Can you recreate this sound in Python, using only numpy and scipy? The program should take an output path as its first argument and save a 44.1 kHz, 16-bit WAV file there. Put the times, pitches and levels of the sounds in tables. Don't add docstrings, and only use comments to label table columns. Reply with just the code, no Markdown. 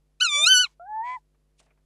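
import sys
import numpy as np
from scipy import signal
from scipy.fft import rfft, irfft
from scipy.io import wavfile
from scipy.ndimage import uniform_filter1d

SR = 44100
rng = np.random.default_rng(int(sys.argv[2]) if len(sys.argv) > 2 else 0)


def persist_wave(psi):
    counts = np.round(np.clip(psi, -1, 1) * 32767).astype(np.int16)
    wavfile.write(sys.argv[1], SR, np.atleast_2d(counts).T)


N = 81585
T = np.arange(N) / SR
BIN_HZ = np.fft.rfftfreq(N, 1 / SR)


def amp(db):
    return 10 ** (np.asarray(db) / 20)


def unit(x):
    return x / np.sqrt(np.mean(x ** 2) + 1e-20)


def value_at(spectrum, hz):
    f, value = np.transpose(spectrum)
    return np.interp(np.log(hz + 1), np.log(f), value)


def curves(table):
    times, *columns = np.transpose(table)
    return [uniform_filter1d(np.interp(T, times, column), 220) for column in columns]


def gate(table, attack_s=0.0026, release_s=0.0027):
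    start, end = table[0][0], table[-1][0]
    return np.clip((T - start) / attack_s, 0, 1) * np.clip((end - T) / release_s + .5, 0, 1)


def burst(peak_s, rise_s, decay_s, db):
    return amp(db) * np.exp(-np.maximum((peak_s - T) / rise_s, (T - peak_s) / decay_s))


def phase_of(hz):
    return 2 * np.pi * np.cumsum(hz) / SR


def coloured(x, spectrum):
    return irfft(rfft(x) * amp(value_at(spectrum, BIN_HZ)), N)


def noise(spectrum, modulation=1):
    return unit(coloured(rng.standard_normal(N) * modulation, spectrum))


def wobble(hz):
    return unit(irfft(rfft(rng.standard_normal(N)) / (1 + (BIN_HZ / hz) ** 4), N))


def electronics():
    # (frequency [Hz], rms level [dB])
    mains = [(50, -68.5), (150, -76), (200, -93), (250, -85), (350, -87), (450, -88), (550, -91),
             (650, -93.5)]
    # (frequency [Hz], gain [dB])
    hiss_colour = [(150, 3), (2000, -13.5), (11800, -18.5), (13000, -29)]
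    hum = sum(amp(db) * np.sqrt(2) * np.sin(2 * np.pi * hz * T) for hz, db in mains)
    return hum + amp(-79) * noise(hiss_colour)


def shriek():
    # (time [s], pitch [Hz], level [dB], brightness [dB per harmonic])
    contour = [(0.2, 1142, -26.5, -0.1), (0.214, 1486, -14.5, 0.66), (0.226, 1507, -9, 2.38),
               (0.242, 1458, -12.5, 0.67), (0.27, 1296, -16, -0.5), (0.296, 1198, -16.5, -0.34),
               (0.326, 1165, -14, -1), (0.355, 1155, -12.5, 0.65), (0.4, 1173, -11, -0.65),
               (0.44, 1210, -10.5, 1.6), (0.46, 1298, -14, 1.6), (0.486, 1498, -6, 2.19),
               (0.518, 1541, -7.5, 2.0), (0.552, 1491, -4, 3), (0.584, 1470, -7.5, 2.5),
               (0.604, 1506.0, -8.5, 2.08), (0.622, 1488, -9.5, 2), (0.64, 1433, -17.5, 0.8),
               (0.652, 1283, -26, -3.1), (0.67, 1001.0, -38, -13.7)]
    # (frequency [Hz], gain [dB])
    colour = [(1000.0, -13.5), (1160.0, -22.5), (1230.0, -35.5), (1330.0, -22.5), (1480.0, -13.5),
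              (1560.0, -10), (2300.0, -12), (2650.0, -11), (2950.0, -20), (3090.0, -5.5), (3500.0, -17),
              (3900.0, -10.5), (4300.0, -9), (4500.0, -17.5), (4720.0, -26), (5200.0, -26), (5900.0, -22),
              (7100.0, -24), (7900.0, -32.5), (9200.0, -37.5), (10500.0, -42.5), (12000.0, -55.5),
              (13500.0, -66), (15300.0, -83.5)]
    # (time [s], depth [0-1])
    glide_flutter = [(.2, .8), (.222, .45), (.255, .6), (.285, .4), (.31, .04), (.42, .03), (.445, .15),
                     (.472, .65), (.497, .06), (.53, .03), (.59, .04), (.62, .3), (.655, 1)]
    # (time [s], second [dB], third [dB], fourth [dB])
    swells = [(0.225, 2.5, -1.5, 4), (0.26, -5, -5, 1.7), (0.33, 2.05, 9.5, 3.3), (0.44, -1, 4, -6),
              (0.47, -4, -4, 6.5), (0.52, -4.15, 4.5, 5), (0.555, -1, -6, 6), (0.58, 2, 8.5, 3.5),
              (0.615, 1.5, -0.7, 6.5), (0.645, 1, 1.75, 0.5)]
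    # (frequency [Hz], gain [dB])
    rasp_colour = [(600, -75), (1300, -20), (6500, -3), (13000, -33)]
    full_effort_db, jitter_hz, break_hz = -7.5, 158, 75
    hz, level, brightness = curves(contour)
    flutter, = curves(glide_flutter)
    swell_db = dict(enumerate(curves(swells), 2))
    phase = phase_of(hz * (1 + 0.008 * flutter * wobble(jitter_hz)))
    voice = np.zeros(N)
    for k in range(1, 13):
        fade_db = .5 * np.minimum(level - full_effort_db, 0) * np.minimum(k * hz / 14100, 1) ** 4
        wander_db = -0.27 * wobble(hz=26) * min(k / 5, 1.5)
        breakup = .8 * flutter * min(k / 4, 1.2)
        in_phase = np.sin(k * phase) * (1 + breakup * wobble(break_hz))
        quadrature = np.cos(k * phase) * breakup * wobble(break_hz)
        partial = (in_phase + quadrature) / np.sqrt(1 + breakup ** 2)
        timbre_db = value_at(colour, k * hz) + brightness * (k - 2) + swell_db.get(k, 0)
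        voice += amp(timbre_db + fade_db + wander_db) * partial
    voice *= 1 + 0.16 * flutter * wobble(jitter_hz)
    rasp = noise(rasp_colour, modulation=1 + np.cos(phase)) * flutter * amp(-30.5)
    return (voice + rasp) * amp(level) * gate(contour)


def near_walls(x):
    # (delay [ms], signed gain [ratio])
    reflections = [(0.735, 0.45), (0.907, -0.234), (1.369, 0.199), (1.708, 0.141), (1.849, -0.144),
                   (2.057, -0.127), (2.276, 0.112), (3.357, -0.159), (3.554, 0.122)]
    response = 1 + sum(gain * np.exp(-2j * np.pi * BIN_HZ * ms / 1000) for ms, gain in reflections)
    return irfft(rfft(x) * response, N)


def ring(x, t60s):
    hz, t, bands = signal.stft(rng.standard_normal(SR // 2), SR, nperseg=128)
    decay = amp(-60 * t / value_at(t60s, hz)[:, None])
    _, tail = signal.istft(bands * decay, SR, nperseg=128)
    return signal.fftconvolve(x, tail / np.linalg.norm(tail))[:N]


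def box_echo(x):
    # (frequency [Hz], T60 [s])
    box_t60s = [(950, .07), (2500, .04), (6000, .07)]
    return amp(-13) * ring(x, box_t60s) + amp(-52.5) * ring(x, t60s=[(1000, 0.3)])


def undertone():
    # (time [s], pitch [Hz], level [dB])
    contour = [(.342, 512, -49.5), (.398, 608, -38), (.45, 701, -41), (.482, 634, -50.5)]
    hz, level = curves(contour)
    phase = phase_of(hz)
    tone = np.sin(phase) + amp(-14) * np.sin(2 * phase) + amp(-20.5) * np.sin(3 * phase)
    return tone * amp(level) * gate(contour)


def trailing_breath():
    # (frequency [Hz], gain [dB])
    colour = [(400, -31), (950, 0), (1400, -10), (7000, -10), (14000, -32.5)]
    puff_s, end_s = 0.55, 0.748
    puff = burst(puff_s, rise_s=.01, decay_s=0.031, db=-56.5)
    sigh = amp(-68) * (T > puff_s) * np.sqrt(np.clip(2 * (end_s - T) / (end_s - puff_s), 0, 1))
    return (puff + sigh) * noise(colour)


def whine():
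    # (time [s], pitch [Hz], level [dB], second harmonic re first [dB])
    contour = [(.796, 663, -42, -8.5), (.82, 700.5, -40, -9.5), (.847, 727.6, -41, -23),
               (.869, 794.2, -39.5, -9.5), (.89, 843, -35, -25), (.933, 861.8, -30.5, -19),
               (.975, 883, -27.5, -23.5), (1.01, 888.4, -25.5, -26.5), (1.035, 935.6, -29, -13.5),
               (1.057, 977, -30, -14), (1.1, 1003, -29.5, -8), (1.15, 1018, -31.5, -8.5),
               (1.163, 993, -32, -10.5), (1.175, 879, -39, -32), (1.188, 836, -66.5, -9)]
    # (time [s], level re first voice [dB])
    second_levels = [(1.025, -40.5), (1.048, -22.5), (1.07, -19.5), (1.1, -17.5), (1.148, -20), (1.19, -45)]
    # (frequency [Hz], gain [dB])
    contact_colour = [(700, -39), (1280, 2.5), (2300, 12.5), (2750, -1.5), (3320, 7.5), (3600, -11),
                      (6000, -8.5), (8000, -4), (9600, -23.5)]
    # (time [s], level [dB])
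    air_levels = [(1.03, -90), (1.09, -66), (1.19, -78), (1.21, -92)]
    # (frequency [Hz], gain [dB])
    air_colour = [(500, -15.5), (1800, 1), (8400, -1), (9600, -16)]
    hz, level, overtone_db = curves(contour)
    phase = phase_of(hz * (1 + 0.0027 * wobble(hz=150)))
    upper = sum(amp(-37.5 - 6 * (k - 3)) * np.sin(k * phase) for k in range(3, 7))
    overtones = amp(overtone_db) * (upper - np.cos(2 * phase))
    depth = amp(curves(second_levels)[0]) * gate(second_levels)
    second_hz = .722 * hz * (1 + 0.0044 * wobble(hz=121))
    second_voice = depth * np.sin(phase_of(second_hz))
    swing = np.sin(phase) + second_voice
    overshoot = np.maximum(swing + 0.14 * second_voice * wobble(hz=700) - 1, 0)
    contact = overshoot * np.sqrt(depth / depth.max())
    air = noise(air_colour) * amp(curves(air_levels)[0]) * gate(air_levels)
    contact *= 1 + 0.28 * rng.standard_normal(N)
    buzz = ring(coloured(contact, contact_colour), t60s=[(1000, 0.011)])
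    tone = (swing + overtones) * gate(contour)
    return (tone + amp(13.5) * buzz) * amp(level) + air


def claws():
    # (time [s], level [dB], decay [s], resonance [Hz])
    scratches = [(1.349, -70, .007, 1017), (1.602, -62.5, 0.025, 665), (1.664, -65, .028, 650),
                 (1.707, -65.5, 0.014, 2340), (1.775, -72, .016, 900)]
    # (frequency [Hz], gain [dB])
    litter_colour = [(120, -16), (400, -2.5), (2600, -11.5), (3600, -24.5), (14000, -46.5)]
    width_hz = 166
    sound = np.zeros(N)
    for peak_s, db, decay_s, hz in scratches:
        litter = noise(litter_colour)
        pole = np.exp(np.pi * (2j * hz - width_hz) / SR)
        twig = unit(signal.lfilter([1], [1, -pole], litter).real)
        sound += unit(litter + amp(-4.5) * twig) * burst(peak_s, 0.0029, decay_s, db)
    return sound


def feathers():
    # (time [s], rise [s], decay [s], level [dB])
    brushes = [(1.601, 0.0079, .007, -56), (1.631, .003, 0.0061, -69.5), (1.657, 0.014, 0.011, -73)]
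    # (frequency [Hz], gain [dB])
    colour = [(150, -15.5), (1500, -12.5), (2500, 7), (3300, 2.5), (9300, 1.5), (13500, -30)]
    swishes = sum(burst(*brush) for brush in brushes)
    return swishes * noise(colour, modulation=amp(3.4 * wobble(hz=700)))


def scene():
    reflected_shriek = near_walls(near_walls(shriek()))
    calls = reflected_shriek + undertone() + trailing_breath() + whine()
    return (calls + box_echo(calls) + claws() + feathers() + electronics())[None]


def record(dry):
    lowpass = signal.firwin(511, cutoff=15560, window=("kaiser", 9), fs=SR)
    return signal.oaconvolve(dry, lowpass[None], "same")


dry = scene()
out = record(dry)
persist_wave(out)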